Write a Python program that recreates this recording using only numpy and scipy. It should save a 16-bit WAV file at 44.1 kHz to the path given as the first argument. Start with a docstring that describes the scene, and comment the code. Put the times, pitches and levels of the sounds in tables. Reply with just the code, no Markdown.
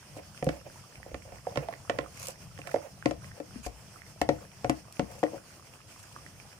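"""A gas burner hisses with a low flutter: shaped noise with random gusts. Thick sauce simmers over it, its
bubbles popping as short rising sines and its drops spitting as noise cracks. A wooden spatula knocks and scrapes
a hollow bowl to tip chopped vegetables into the pan: damped modes for the blows, low sines for the bumps,
uneven noise for the strokes. A small kitchen answers with a short decaying noise tail."""
import sys
import numpy as np
from scipy import signal
from scipy.fft import rfft, irfft, next_fast_len
from scipy.io import wavfile
from scipy.ndimage import uniform_filter1d, map_coordinates

SR = 44100
rng = np.random.default_rng(int(sys.argv[2]) if len(sys.argv) > 2 else 0)


def convert_level_to_amplitude(level_db):
    """Map a level in decibels to its linear amplitude factor."""
    exponent = np.asarray(level_db, float) / 20
    return 10 ** exponent


def store_wav(level_fs):
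    """Save 16-bit WAV to argv[1]."""
    pcm = np.round(np.clip(np.atleast_2d(level_fs), -1, 1) * 32767)
    wavfile.write(sys.argv[1], SR, pcm.T.astype(np.int16))


N = 290614


def unit(x):
    """Scaled to rms 1."""
    return x / np.sqrt(np.mean(x ** 2) + 1e-20)


def along(points, hz):
    """(Hz, value) points interpolated on a log frequency axis."""
    point_hz, values = np.transpose(points)
    return np.interp(np.log(hz + 1), np.log(point_hz + 1), values)


def curves(rows):
    """One value per sample for each column after the time."""
    knot_s, *columns = np.transpose(rows)
    return [np.interp(np.arange(N) / SR, knot_s, column) for column in columns]


def wobble(rate_hz):
    """A smooth random curve with rate_hz knots a second."""
    knots = rng.standard_normal(int(N * rate_hz / SR) + 4)
    return map_coordinates(knots, [np.arange(N) * rate_hz / SR])


def filtered(x, response):
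    """x times a complex response of frequency."""
    size = next_fast_len(N + SR // 2)
    hz = np.fft.rfftfreq(size, 1 / SR)
    return irfft(rfft(x, size) * response(hz), size)[..., :N]


def rush(spectrum, alike):
    """Stereo noise of rms 1, its two sides alike by frequency."""
    def mid_side(hz):
        turn = np.arccos(np.clip(along(alike, hz), -1, 1)) / 2
        return convert_level_to_amplitude(along(spectrum, hz)) * [np.cos(turn), np.sin(turn)]

    mid, side = filtered(rng.standard_normal((2, N)), mid_side)
    return unit(np.array([mid + side, mid - side]))


def patchy(x, depth_db):
    """Random patches of gain over time and frequency."""
    z = signal.stft(x, nperseg=512)[2]
    field = uniform_filter1d(rng.standard_normal(z.shape[1:]), size=10, axis=0)
    field = uniform_filter1d(field, size=8, axis=1)
    return signal.istft(z * convert_level_to_amplitude(depth_db * unit(field)), nperseg=512)[1][:, :N]


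def sides(pan_db):
    """Left and right gains for a left-right difference in dB."""
    return convert_level_to_amplitude(np.array([pan_db / 2, -pan_db / 2]))


def add(out, s, sound):
    """Mix a stereo sound in at a time in seconds."""
    start = round(s * SR)
    out[:, start:start + sound.shape[1]] += sound


# Room decay. Each row: frequency in Hz, t60 in s.
ROOM_T60 = [(150, 0.21), (1000, 0.19), (8000, 0.078)]


def kitchen(x):
    """Room answer as decaying noise: each frequency dies at its own speed."""
    hz, t, z = signal.stft(rng.standard_normal((2, SR // 2)), SR, nperseg=256)
    decay = convert_level_to_amplitude(-60 * t / along(ROOM_T60, hz)[:, None])
    tail = signal.istft(z * decay, SR, nperseg=256)[1]
    delayed = np.pad(x, ((0, 0), (300, 0)))
    return signal.fftconvolve(delayed, tail / np.linalg.norm(tail[0]), axes=1)[:, :N]


# Low flame flutter. Each row: time in s, level in dB before the gusts.
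FLUTTER_LEVEL = [(0.0, -58), (1.63, -52.5), (4.0, -53), (5.5, -57.5), (6.59, -52.5)]
# Gas hiss spectrum. Each row: frequency in Hz, relative density in dB.
HISS_SPECTRUM = [(130, -47), (220, -0.5), (391, -5.5), (657, -2), (758, -5), (2220, -10.5), (2520, -8),
                 (3300, -11.5), (3740, -18.5), (5360, -5.5), (7670, -14), (8700, -10), (13600, -23),
                 (14900, -16), (16000, -45)]
# Flutter spectrum. Each row: frequency in Hz, relative density in dB.
FLUTTER_SPECTRUM = [(12, -33), (20, -17), (64, -5.5), (97, 1.5), (150, 1.5), (167, -5.5), (199, -2),
                    (260, -49), (340, -49), (570, -120)]
# Stereo likeness of wide noise. Each row: frequency in Hz, left-right likeness 0-1.
LIKENESS = [(60, 0.89), (240, 0.9), (950, 0.55), (3770, 0.0067), (15000, 0.013)]


def burner():
    """A nearly steady, patchy gas jet hisses over the flame's low, unsteady flutter."""
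    flutter_db, = curves(FLUTTER_LEVEL)
    gusts = convert_level_to_amplitude(2.5 * wobble(15) + 1.2 * wobble(5))
    jet = patchy(rush(HISS_SPECTRUM, LIKENESS), depth_db=1.5)
    hiss = convert_level_to_amplitude(-55.5 + 0.15 * wobble(4.9) + 1.47 * wobble(24)) * jet
    return hiss + convert_level_to_amplitude(flutter_db) * gusts * rush(FLUTTER_SPECTRUM, LIKENESS)


# Bubbles popping at set times, mostly loud, a few faint. Each row: start in s, level in dB, nominal pitch in Hz.
TIMED_POPS = [(0.3765, -30, 2620), (0.9562, -33.5, 2440), (1.03, -37.5, 1870), (1.222, -43, 2200),
              (1.29, -45, 1710), (1.358, -39, 2290), (1.738, -33, 1930), (1.851, -41, 1120),
              (2.061, -36, 1200), (2.175, -36.5, 2190), (2.2354, -45, 2500), (2.577, -32.5, 1850),
              (2.617, -31.5, 2540), (2.692, -35, 1410), (2.716, -33, 1900), (3.0254, -29.5, 1570),
              (3.244, -35, 1900), (3.317, -36, 1800), (3.6514, -34.5, 1670), (4.0187, -36, 1970),
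              (4.875, -52, 1170), (4.969, -41, 2500), (5.266, -31, 1940), (5.38, -40.5, 1470),
              (5.596, -42.5, 1110), (6.163, -31.5, 1160), (6.2637, -34.5, 1900), (6.4, -37, 2400)]


def bubbles():
    """Bubbles burst through the thick sauce: a few cycles each, the pitch rising."""
    random_count, decay_cycles = 220, 2.5
    start_s = rng.random(random_count) * N / SR
    level_db = -43 - 11 * rng.random(random_count)
    pitch_hz = 1600 * np.exp(0.45 * rng.standard_normal(random_count))
    pops = [*TIMED_POPS, *np.c_[start_s, level_db, pitch_hz]]
    lives = np.exp(rng.normal(0, 0.3, len(pops)))
    out, t = np.zeros((2, N + SR)), np.arange(SR // 20) / SR
    for (s, db, hz), life in zip(pops, lives):
        cycles = hz * t
        tone = np.sin(2 * np.pi * cycles * (0.969 + 0.0074 * cycles))
        pop = tone * np.exp(-cycles / (life * decay_cycles)) * (1 - np.exp(-t / 0.0001))
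        add(out, s, convert_level_to_amplitude(db) * np.outer(sides(rng.normal(-4.5, 6.1)), pop))
    return out[:, :N]


# Drops spitting on the hot rim. Each row: start in s, level in dB before the treble filter.
LOUD_SPITS = [(0.444, -14), (2.199, -15), (2.2478, -21), (2.2702, -6.5), (2.2844, -5), (2.3064, -28),
              (4.9252, -17), (5.9944, -25)]
# Treble spectrum of spits, edge ticks and rasps. Each row: frequency in Hz, relative density in dB.
RASP_SPECTRUM = [(590, -66), (1000, -11), (1940, -19), (2410, -7.5), (3710, -18.5), (4570, -12),
                 (8650, -11.5), (14900, -24.5), (16000, -48)]


def spits():
    """Tiny bright cracks of sauce, a few loud and many faint: noise bursts dying within milliseconds."""
    faint = rng.random((150, 2))
    faint_rows = np.c_[faint[:, 0] * N / SR, -49 - 8 * faint[:, 1]]
    out, t = np.zeros((2, N + SR)), np.arange(400) / SR
    for s, db in [*LOUD_SPITS, *faint_rows]:
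        add(out, s, convert_level_to_amplitude(db - 60 * t / 0.0075) * rng.standard_normal((2, 400)))
    return filtered(out[:, :N], lambda hz: convert_level_to_amplitude(along(RASP_SPECTRUM, hz)) * hz ** 2 / (hz ** 2 + 4000 ** 2))


# The bowl moves to the left. Each row: time in s, left-right difference in dB, scaled by each user.
BOWL_PAN = [(0, -3), (2.9, -7.5), (3.05, 5), (5.4, 4)]


def swing(s):
    """Left-right dB of the bowl at a time in seconds."""
    return np.interp(s, *np.transpose(BOWL_PAN))


# The bowl bumps against hand and counter. Each row: start in s, push level in dB, push pitch in Hz.
BUMPS = [(0.425, -29, 151), (0.47, -18, 163), (0.971, -48, 111), (1.13, -39, 73), (1.324, -44.5, 100),
         (1.577, -26.5, 143), (1.999, -37.5, 142), (3.056, -27.5, 123), (3.106, -41, 150),
         (3.559, -30.5, 234), (3.663, -37.5, 55.6), (4.22, -37.5, 73), (4.297, -30, 143), (4.648, -32, 120),
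         (4.698, -31.5, 134), (4.996, -26, 170), (5.007, -30.5, 232), (5.029, -32, 190)]


def thumps():
    """A soft low push that dies in a few cycles; the counter answers late with its slow mode."""
    out, t = np.zeros((2, N + SR)), np.arange(SR // 3) / SR
    counter = convert_level_to_amplitude(-0.5) * np.sin(2 * np.pi * 65 * t) * (t / 0.044) * np.exp(1 - t / 0.033)
    rested = np.diff([-1, *np.transpose(BUMPS)[0]]) > 0.03  # quick rebounds do not reach the counter
    for (s, db, hz), fresh in zip(BUMPS, rested):
        push = np.sin(2 * np.pi * hz * t) * (1 - np.exp(-t / 0.00058)) * np.exp(-t * hz / 2.1)
        # the hand cushions hard bumps, so the counter's answer grows less than the push
        answer = fresh * convert_level_to_amplitude(0.3 * db - 38) * counter
        add(out, s, np.outer(sides(1.2 * swing(s)), convert_level_to_amplitude(db) * push + answer))
    return out[:, :N]


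def strokes(rows, shape):
    """Sum of (start s, length s, dB) strokes, each shaped over its progress 0-1."""
    t = np.arange(N) / SR
    return sum(convert_level_to_amplitude(db) * shape(np.clip((t - s) / length, 0, 1)) for s, length, db in rows)


# Vegetables slide along the bowl. Each row: start in s, length in s, rumble level in dB before shaping.
SLIDES = [(0.137, 0.097, -43.5), (0.5, 0.058, -45.5), (0.64, 0.048, -48), (1.052, 0.085, -50),
          (1.245, 0.13, -45), (1.506, 0.26, -43.5), (1.69, 0.09, -48), (1.91, 0.098, -41),
          (2.0, 0.095, -46), (2.2, 0.06, -42), (2.278, 0.045, -39), (2.653, 0.15, -44.5),
          (2.816, 0.08, -39), (3.34, 0.085, -53.5), (4.411, 0.066, -44.5), (5.06, 0.15, -44),
          (5.33, 0.048, -51)]
# The spatula's edge rasps. Each row: start in s, length in s, level in dB before shaping.
EDGE_RASPS = [(0.137, 0.068, -54.5), (2.111, 0.19, -44.5), (2.215, 0.12, -43.5), (2.653, 0.096, -52.5),
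              (3.614, 0.073, -46), (5.007, 0.28, -57.5), (5.78, 0.41, -55)]
# Slip noise driving the bowl. Each row: frequency in Hz, relative density in dB.
SLIP_SPECTRUM = [(150, -42), (320, -8), (600, 2), (800, -8), (1200, -19), (2500, -11.5), (4000, -31)]


def drag():
    """Uneven slips rumble in the bowl, fading along the stroke, while the edge rasps in the treble, growing."""
    t = np.arange(N) / SR
    # pieces shaken by each blow slide on
    settle_delay_s, settle_length_s, settle_db = 0.0048, 0.15, -32
    settling = [(s + settle_delay_s, settle_length_s, db + settle_db) for s, db, *_ in BLOWS]
    rumble = strokes(SLIDES + settling, lambda u: (u * (1 - u)) ** 0.5 * (1.5 - u))
    rasp = strokes(EDGE_RASPS, lambda u: np.sin(np.pi * u ** 1.6))

    def hollow(f, width_hz=45):
        """Bowl resonances beside a direct path."""
        modes = BOWL_MODES[0] + BOWL_MODES[1] + BOWL_MODES[2]
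        return 1.26 + sum(convert_level_to_amplitude(db) * 1j * f * width_hz / (c * c - f * f + 1j * f * width_hz)
                          for c, db, _ in modes)

    lumps = convert_level_to_amplitude(5 * wobble(70) + 2 * wobble(20))
    slips = filtered(lumps * rush(SLIP_SPECTRUM, LIKENESS), hollow)
    low = rumble * unit(slips) * sides(swing(t))
    # loose pieces rattle against the wall as the bowl is scraped
    clatter = convert_level_to_amplitude(8 * wobble(150))
    rattle_noise = rush([(500, -23), (1000, 6), (2600, -18.0), (4000, -19)], [(1000, 0.19)])
    rattle = convert_level_to_amplitude(-12) * rumble * unit(clatter * rattle_noise)
    grit = convert_level_to_amplitude(4.5 * wobble(200) + 1.5 * wobble(40))
    edge = patchy(grit * rush(RASP_SPECTRUM, [(1000, 0.064)]), depth_db=2.5)
    return low + rattle + rasp * unit(edge)


def ring(modes, t, scatter_rad):
    """Damped modes, each strike varying their strength, pitch and phase."""
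    total = 0
    for hz, db, t60_s in modes:
        decay = convert_level_to_amplitude(db + rng.normal(0, 1) - 60 * t / t60_s)
        phase = 2 * np.pi * hz * rng.normal(1, 0.019) * t + rng.normal(0, scatter_rad)
        total = total + decay * np.sin(phase)
    return total


# Blows on the bowl. Each row: start in s, overall level in dB, then relative levels in dB of the deep modes,
# the upper modes and the high modes (hardness of contact).
BLOWS = [(0.165, -45, 1, -0.5, -22), (0.426, -26, -8.5, -4, -16), (0.467, -25, -4.5, -1.5, -22),
         (0.49, -31.5, 0, -1.5, -2.5), (1.061, -43.5, -3.5, -2.5, -31), (1.114, -42, -2, -8, -25),
         (1.1437, -37, -3.5, -3.5, -5), (1.322, -44, -13, 2.5, -10), (1.469, -30, -26, 0.5, -25),
         (1.558, -33, -4, 0, -5.5), (1.573, -28, -6, -15, -3.5), (1.686, -44, -3, 12, -1.5),
         (1.726, -46, -5, -6, -2.5), (1.897, -26.5, -6, 1.5, -3), (1.987, -26, -6.5, -10, -6),
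         (2.589, -48, -1, 2, -1.5), (2.672, -50, -3, 4.5, 8), (2.742, -19.5, -8, -6.5, -22),
         (2.76, -31, -6, 2.5, -14), (3.058, -25, 5, -0.5, -2.5), (3.11, -30.5, -4, -4, -6),
         (3.401, -34, -3.5, -3.5, -13), (3.664, -36.5, -3, 3, -3.5), (4.215, -27, 1, 4, -0.5),
         (4.29, -19, -4.5, -1.5, -8.5), (4.304, -29.5, -3, -3, -26), (4.645, -30, -3, 3.5, -4.5),
         (4.696, -26.5, 7.5, 3.5, -0.5), (4.9945, -26, 0.5, -2, -5.5), (5.23, -24, -1, 1.5, -15),
         (5.236, -20.5, -5.5, -15, -14), (5.332, -37, -1, -6, -32), (5.341, -38.5, -5, 1, -25)]
# Bowl modes in four groups: deep, middle, upper, high. Each row: frequency in Hz, relative level in dB, t60 in s.
BOWL_MODES = [
    [(281, -4, 0.099), (311, 2.5, 0.085)],
    [(493, 2, 0.056), (552.5, 9.5, 0.043)],
    [(709, 8, 0.045), (792, 1, 0.032), (861, 6, 0.013)],
    [(1086, 3.5, 0.026), (1355, 4, 0.019), (1800, 5, 0.017), (1980, 6, 0.014), (2234, -5, 0.034),
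     (2647, -5.5, 0.029), (3075, 11.5, 0.0037)],
]


def knocks():
    """Each blow rings the bowl's modes; the contact chatters briefly and the edge ticks, louder when harder."""
    attack_s, attack_db_per_hard_db = 0.0012, 0.32  # harder blows rise faster
    dull_below_db, brighten_span_db = -2, 2.5
    tick_db, deep_left_db = 12.5, 3
    out, ticks, t = np.zeros((2, N + SR)), np.zeros((2, N + SR)), np.arange(SR // 4) / SR
    tick_decay = convert_level_to_amplitude(5 - 60 * t / 0.013) + convert_level_to_amplitude(-5 - 60 * t / 0.043)
    for s, db, deep_db, upper_db, hard_db in BLOWS:
        chatter = 0.022 * convert_level_to_amplitude(-60 * t[:1500] / 0.04) * rng.standard_normal(1500)
        chatter[0] = -1  # the blow itself
        deep = np.outer(sides(deep_left_db), convert_level_to_amplitude(deep_db) * ring(BOWL_MODES[0], t, 0.044))
        middle = ring(BOWL_MODES[1], t, 0.0096)
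        upper = convert_level_to_amplitude(upper_db) * ring(BOWL_MODES[2], t, 0.57)
        rise = 1 - np.exp(-t / (attack_s * convert_level_to_amplitude(-attack_db_per_hard_db * hard_db)))
        body = sides(swing(s))[:, None] * (deep + middle + upper) * rise
        # short waves reach the two ports by different paths
        high = np.array([ring(BOWL_MODES[3], t, 1.0), ring(BOWL_MODES[3], t, 0.72)])
        high = high * (1 - np.exp(-t / 0.0005))
        pair = body + convert_level_to_amplitude(hard_db) * sides(1.3 * swing(s) - 2)[:, None] * high
        add(out, s, convert_level_to_amplitude(db) * signal.fftconvolve(pair, chatter[None], axes=1))
        # a weak tick comes from a softer contact and is duller
        grit = rng.standard_normal((2, len(t)))
        bright = np.clip((hard_db - dull_below_db) / brighten_span_db, 0, 1)
        tick = bright * grit + (1 - bright) * uniform_filter1d(grit, size=4)
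        tick_gain = convert_level_to_amplitude(db + hard_db + tick_db) * sides(0.31 * swing(s))[:, None]
        add(ticks, s, tick_gain * tick * tick_decay)
    return out[:, :N] + filtered(ticks[:, :N], lambda hz: convert_level_to_amplitude(along(RASP_SPECTRUM, hz)))


def scene():
    """Bowl and pan close to the microphone, the room behind, the burner without room."""
    near = knocks() + thumps() + drag() + bubbles() + spits()
    near[1] = np.roll(near[1], 7)  # samples; the sound reaches the left port first
    return near + convert_level_to_amplitude(-13.0) * kitchen(near) + burner()


def roll_off(x):
    """The treble ends steeply here."""
    return signal.sosfilt(signal.butter(12, 16460, fs=SR, output="sos"), x)


# How the two ports differ. Each row: frequency in Hz, left-right difference in dB.
PORT_BALANCE = [(500, 2), (1300, -3), (4400, -5), (8000, -0.5), (15000, -0.5)]


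def record(dry):
    """The two microphone ports colour the sound differently, with nothing above 16.3 kHz."""
    heard = filtered(dry, lambda hz: sides(along(PORT_BALANCE, hz)) * (hz < 16300))
    return roll_off(heard)


dry = scene()
out = record(dry)
store_wav(out)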